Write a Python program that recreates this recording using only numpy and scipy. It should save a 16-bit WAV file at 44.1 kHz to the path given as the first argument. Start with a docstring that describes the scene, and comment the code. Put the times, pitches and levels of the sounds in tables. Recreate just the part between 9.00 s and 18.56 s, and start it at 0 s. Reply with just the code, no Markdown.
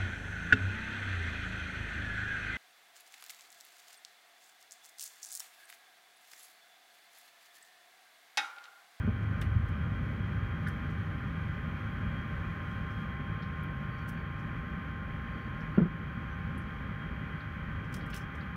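"""A deep rumble, easing slowly: the cabin of a large airliner taxiing at idle thrust and losing speed.
The wheels shake fuselage and floor, air rushes from the vents, fans and turbines whine through the wall.
A loose panel clunks and bounces at the start and again near 6.8 s. Rubbing plastic trim squeaks faintly.
The trim also ticks and crackles, at times led in by a brief soft swell of noise."""
import sys
import numpy as np
from scipy import signal
from scipy.fft import rfft, irfft, next_fast_len
from scipy.io import wavfile
from scipy.ndimage import uniform_filter1d, map_coordinates

SR = 44100
rng = np.random.default_rng(int(sys.argv[2]) if len(sys.argv) > 2 else 0)


def log_audio(samples):
    """Write samples as a 16-bit WAV file to the path given in sys.argv[1]."""
    # one column per channel
    frames = np.atleast_2d(samples).T
    # limit to full scale, then quantise
    limited = np.clip(frames, -1, 1)
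    pcm = np.round(limited * 32767).astype(np.int16)
    wavfile.write(sys.argv[1], SR, pcm)


N = 421596
TIME = np.arange(N) / SR


def amp(db):
    """Decibels to gain."""
    return 10 ** (np.asarray(db) / 20)


def unit(x):
    """x at rms 1."""
    return x / np.sqrt(np.mean(x ** 2) + 1e-20)


def curve(points):
    """Per-sample line through (time [s], value) points."""
    return np.interp(TIME, *np.transpose(points))


def wobble(rate_hz):
    """Smooth random curve, rms near 1, rate_hz knots a second."""
    return map_coordinates(rng.standard_normal(4096), [TIME * rate_hz], mode="wrap")


def swell(middle_s, half_s):
    """Gaussian hump of height 1."""
    return np.exp(-((TIME - middle_s) / half_s) ** 2)


def tone(hz):
    """Sine of rms 1 on a pitch curve."""
    return np.sqrt(2) * np.sin(2 * np.pi * np.cumsum(hz) / SR)


def filtered(x, response):
    """x through the frequency response response(hz)."""
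    size = next_fast_len(N + SR // 2)
    return irfft(rfft(x, size) * response(np.fft.rfftfreq(size, 1 / SR)), size)[:N]


def noise(spectrum):
    """Noise of rms 1 shaped by (frequency [Hz], density [dB]) points, cut off outside them."""
    knots_hz, db = np.transpose(spectrum)
    gain = lambda hz: amp(np.interp(np.log(hz + 1), np.log(knots_hz), db, -120, -120))
    return unit(filtered(rng.standard_normal(N), gain))


def resonant(modes):
    """Noise of rms 1 ringing in (centre [Hz], half width [Hz], gain [dB]) resonances."""
    gain = lambda hz: sum(amp(db) / (1 + ((hz - centre) / width) ** 2) for centre, width, db in modes)
    return unit(filtered(rng.standard_normal(N), gain))


def band(size, centre_hz, width_oct):
    """Short noise of rms 1, bell-shaped in log frequency."""
    hz = np.fft.rfftfreq(size, 1 / SR) + 1
    bell = np.exp(-(np.log2(hz / centre_hz) / width_oct) ** 2 / 2)
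    return unit(irfft(rfft(rng.standard_normal(size)) * bell, size))


def add(track, start_s, sound):
    """Mix sound into track at start_s."""
    span = track[round(start_s * SR):][:len(sound)]
    span += sound[:len(span)]


def whistles():
    """Faint, thin tones waver in the high treble."""
    # treble whistles: (pitch [Hz], level [dB])
    lines = [(11375, -97), (11763, -97), (12150, -98), (12920, -100), (13302, -98), (13884, -98)]
    return sum(amp(db + 1 + 1.5 * wobble(7)) * tone(hz + 9 * wobble(40)) for hz, db in lines)


def trim_squeaks():
    """Slowly rubbing trim sings as a thin, unsteady tone that swells and fades."""
    # rubs: (middle [s], half length [s], pitch [Hz], level [dB])
    rubs = [(4.99, .07, 4520, -72), (5.22, .08, 4520, -76), (6.4, 0.16, 4520, -80), (6.76, .025, 4480, -73),
            (7.33, 0.027, 6030, -75)]
    phase_per_hz = 2 * np.pi * np.cumsum(1 + 0.0058 * wobble(70)) / SR
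    flutter = amp(2.9 * wobble(40))
    return flutter * sum(amp(db) * swell(s, half_s) * np.sin(hz * phase_per_hz)
                         for s, half_s, hz, db in rubs)


def trim_ticks():
    """Ticks and crackles, some led in by a brief soft swell of noise, coloured by the plastic sheet."""
    # ticks and soft lead-ins: (time [s], level [dB], rise [s], centre [Hz], width [octaves])
    bursts = [(.412, -50.5, .0025, 8500, 0.7), (.415, -41, .002, 1990, 0.74), (.683, -67, 0.0046, 9000, .7),
              (1.661, -37.5, .011, 1630, .22), (1.667, -54.5, .004, 3680, 0.38),
              (1.673, -57, 0.0014, 10000, 0.19), (1.682, -54, 0.0017, 9000, 1.3),
              (4.419, -59.5, 0.0073, 3900, 0.32), (4.629, -64, .004, 12100, .22),
              (5.074, -62, .01, 11000, 1), (5.085, -51.5, 0.0037, 12000, 1.3),
              (6.602, -69, 0.0067, 5000, .32), (7.575, -59.5, 0.0038, 9700, .22),
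              (8.401, -58, .005, 3800, 0.18), (8.92, -63, .008, 6000, 1.1), (8.939, -45, 0.0027, 4600, 1.3),
              (8.961, -55, .003, 7000, 0.78), (9.006, -59, .005, 4200, .2), (9.059, -64, .004, 10000, .61),
              (9.096, -59, 0.0065, 8000, 1.4), (9.124, -46.5, 0.012, 2570, 0.55),
              (9.141, -43.5, 0.0022, 5030, 2.6), (9.158, -49.5, .005, 6000, 1.7),
              (9.172, -48, .002, 3800, 1.5), (9.206, -67, .005, 5400, .3), (9.349, -64, .003, 6560, .8),
              (9.403, -60, 0.0062, 4200, 0.15)]
    # resonances of the plastic sheet: (centre [Hz], bandwidth [Hz], gain [dB])
    sheet_modes = [(1910, 1100, -12), (2940, 260, -2), (4720, 71, -7), (5320, 90, 4.5), (5930, 140, 1),
                   (9400, 300, -7)]
    faint_ticks = [(when * N / SR, -74.5 + 2 * (2 * force - 1), 0.012, 5500 * 2 ** (colour - 0.5), 0.6)
                   for when, force, colour in rng.random(size=(12, 3))]
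    burst_t60_s, wall_tail_t60_s = 0.034, 0.17
    track, t = np.zeros(N), np.arange(SR // 4) / SR
    decay = amp(-60 * t / burst_t60_s) + amp(-14 - 60 * t / wall_tail_t60_s)
    for s, db, rise_s, hz, width_oct in bursts + faint_ticks:
        envelope = (1 - np.exp(-(t / rise_s) ** 2)) * decay
        add(track, s, amp(db) * envelope / envelope.max() * band(len(t), hz, width_oct))
    crackle = track * amp(1.5 * wobble(400))
    sheet = lambda hz: sum(amp(db) * 1j * hz * width / (centre ** 2 - hz ** 2 + 1j * hz * width)
                           for centre, width, db in sheet_modes)
    return filtered(crackle, lambda hz: amp(-3.5) + sheet(hz))


def rotors():
    """Each rotor gives a tone wavering in speed and strength; two engine whines swell and fade."""
    # turbine whine: (time [s], level [dB])
    turbine_db = [(0, -60), (.45, -56), (.9, -58), (2.3, -57.5), (3, -56), (3.6, -53), (4.7, -51),
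                  (5.2, -54), (6.6, -52.5), (8.5, -57.5), (9.56, -58)]
    # compressor whine: (time [s], level [dB])
    compressor_db = [(0, -68), (1.1, -63.5), (2.7, -67.5), (3.2, -59), (3.4, -66.5), (3.95, -62), (5, -68),
                     (7.6, -67.5), (8.05, -62), (8.5, -68), (9, -63.5), (9.56, -70)]
    # steady fans, pumps and turbines: (pitch [Hz], width [Hz], level [dB])
    steady_tones = [(158, 3, -49), (604, 3, -71), (800, 1.5, -63.6), (818, 2, -71), (1118, 2, -67),
                    (1197, 3, -62), (1263.5, 4, -64), (1333, 4, -70), (1537.3, 3, -58), (1599, 4, -66.5),
                    (1828, 4, -68), (2262, 12, -69), (3000, 14, -76), (3090, 12, -76.5), (3158, 11, -72.5),
                    (4530, 20, -87)]
    turbine_hz = 1062.2 + 0.8 * wobble(4)
    compressor_hz = 3223 + 7 * wobble(45) + 4 * wobble(2)
    whine = amp(curve(turbine_db) - 0.44 + 0.36 * wobble(8)) * tone(turbine_hz)
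    whine += amp(curve(compressor_db) - 1.5 + 2.1 * wobble(30)) * tone(compressor_hz)
    for hz, width_hz, db in steady_tones:
        waver_hz = 3 * width_hz
        whine += amp(db + 0.15 + wobble(waver_hz)) * tone(hz + width_hz / 2 * wobble(waver_hz))
    return whine


def ventilation():
    """Air rushes through the ducts, rings in them and hisses at the nozzles."""
    # vent rush: (frequency [Hz], relative density [dB])
    rush_spectrum = [(300, -13), (560, -4), (720, -20.5), (880, -8), (1000, -4.5), (1200, -1.5), (1520, 2),
                     (1950, -1), (2100, -5), (2420, -3.5), (2650, -14.5), (3280, -12.5), (3380, -18.5),
                     (3600, -25), (5000, -56)]
    # duct resonances: (centre [Hz], half width [Hz], gain [dB])
    duct_modes = [(402, 7.6, -2.5), (780, 14, -8), (996, 12.5, -2.5), (1212, 14.4, 2), (1411, 16.6, 3.5),
                  (1548, 18, 0), (1635, 10, -0.5), (2002, 14, 0)]
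    # nozzle hiss: (frequency [Hz], relative density [dB])
    hiss_spectrum = [(1500, -5), (4000, 6.5), (5000, -1.5), (6300, -2), (7700, -10.5), (8500, -8),
                     (9700, -8.5), (10400, -13), (11400, -8), (13500, -11), (15700, -9.5)]
    flow_db = 0.37 * wobble(8.3)
    rush_db = -47 + 1.04 * swell(middle_s=3.2, half_s=0.76) + flow_db
    rush = amp(-1.5) * noise(rush_spectrum) + amp(-6.5) * resonant(duct_modes)
    hiss_db = curve([(4, -71), (4.2, -73.5)]) + flow_db + 0.5 * wobble(17)
    return amp(rush_db) * rush + amp(hiss_db) * noise(hiss_spectrum)


def panel_clunks():
    """Each blow swells over its contact time; the loose panel's modes die fast in the padded cabin."""
    # blows: (time [s], peak [dB], pitch [ratio], contact [s])
    blows = [(.072, -22.5, 1.12, 0.0089), (0.086, -26, 0.59, 0.0026), (6.7745, -22, 1.7, .001),
             (6.778, -8, 1.05, 0.0036), (6.801, -16.5, 1.2, 0.001), (6.8139, -13, .92, .007),
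             (6.851, -21.5, 1, 0.0035)]
    # panel modes at pitch ratio 1: (frequency [Hz], relative level [dB], t60 [s])
    panel_modes = [(190, 9.5, 0.084), (237, -26, 0.045), (372, -1, 0.0503), (412, -11.5, 0.086),
                   (556, -15, 0.091), (753, -34, .07), (1170, -25, .05), (1333, -13.5, 0.045),
                   (1646, -20.5, 0.058)]
    rattle_t60_s, cabin_t60_s = 0.064, 0.16
    track, t = np.zeros(N), np.arange(SR // 3) / SR
    for s, peak_db, pitch, contact_s in blows:
        ring = sum(amp(db + rng.normal(0, 1) - 60 * t / t60_s) * np.sin(2 * np.pi * hz * pitch * t)
                   for hz, db, t60_s in panel_modes)
        rattle = amp(-17 - 60 * t / rattle_t60_s) * band(len(t), centre_hz=630, width_oct=0.99)
        clunk = (ring + rattle) * (1 - np.exp(-(t / contact_s) ** 2))
        add(track, s, amp(peak_db) * clunk / np.abs(clunk).max())
    tail = rng.standard_normal(len(t)) * amp(-60 * t / cabin_t60_s)
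    return track + amp(-13) * signal.fftconvolve(track, tail / np.linalg.norm(tail))[:N]


def wheels():
    """Tyres shake fuselage and floor, less as the aircraft slows; uneven pavement varies both."""
    # pavement dips: (time [s], boom change [dB], drone change [dB])
    dips = [(.58, 8, -0.5), (1.46, 4, .5), (1.95, 2, 0.5), (3.1, 6.5, 0.5), (4.4, 2, -1), (5, 1.5, -2),
            (7.55, 1, 2), (8.2, -0.5, 0.5), (9, -1, 5.5)]
    # fuselage boom: (centre [Hz], half width [Hz], gain [dB])
    fuselage_modes = [(52, 3, -3), (77.5, 5.4, -3), (101.3, 19.5, -1), (125.4, 10, -18.5)]
    # floor drone: (frequency [Hz], relative density [dB])
    floor_spectrum = [(20, -40), (45, -18), (110, -16.5), (140, -2), (160, -1.5), (195, -5.5), (230, -8),
                      (300, -16.5), (420, -24.5), (600, -25), (720, -32.5), (1200, -59)]
    # deepest rumble: (frequency [Hz], relative density [dB])
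    sub_spectrum = [(20, -25), (30, -19), (42, -1), (54, -5), (66, 1.5), (90, -15)]
    settle_s, sag_db_per_s, dip_half_s = 3.5, 0.5743, 0.1
    boom_db = -45.5 + 12 * np.exp(-TIME / settle_s) + sum(db * swell(s, dip_half_s) for s, db, _ in dips)
    drone_db = -38.5 - sag_db_per_s * TIME + sum(db * swell(s, dip_half_s) for s, _, db in dips)
    unevenness = amp(0.5 * wobble(6))
    # the strongest fuselage mode rings on almost as a tone
    hum = amp(-11 + 4.44 * wobble(5)) * tone(103.4 + 1.53 * wobble(6))
    boom = amp(boom_db) * (resonant(fuselage_modes) + hum)
    drone = amp(drone_db) * noise(floor_spectrum)
    return unevenness * (boom + drone + amp(-46) * noise(sub_spectrum))


def gain_control(x):
    """Gain ducks by a share of the level above threshold, then creeps back."""
    threshold_db, share, recovery_s = -29.5, 0.19, 0.26
    level_db = 10 * np.log10(np.abs(uniform_filter1d(x ** 2, size=SR // 50)) + 1e-12)
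    excess_db = np.maximum(level_db - threshold_db, 0)
    release = np.exp(-TIME / recovery_s)
    held_db = np.maximum.accumulate(excess_db / release) * release
    return x * amp(-share * held_db)


def scene():
    """All sources at a window seat, mono."""
    steady = wheels() + ventilation() + rotors() + whistles()
    return (steady + panel_clunks() + trim_ticks() + trim_squeaks())[None]


def record(dry):
    """Gain control, bass roll-off and a hard treble limit."""
    low_hz, top_hz = 29, 15720
    passband = lambda hz: (hz < top_hz) * (1 - 1 / (1 + (hz / low_hz) ** 4))
    return filtered(gain_control(dry[0]), passband)[None]


dry = scene()
out = record(dry)
log_audio(out)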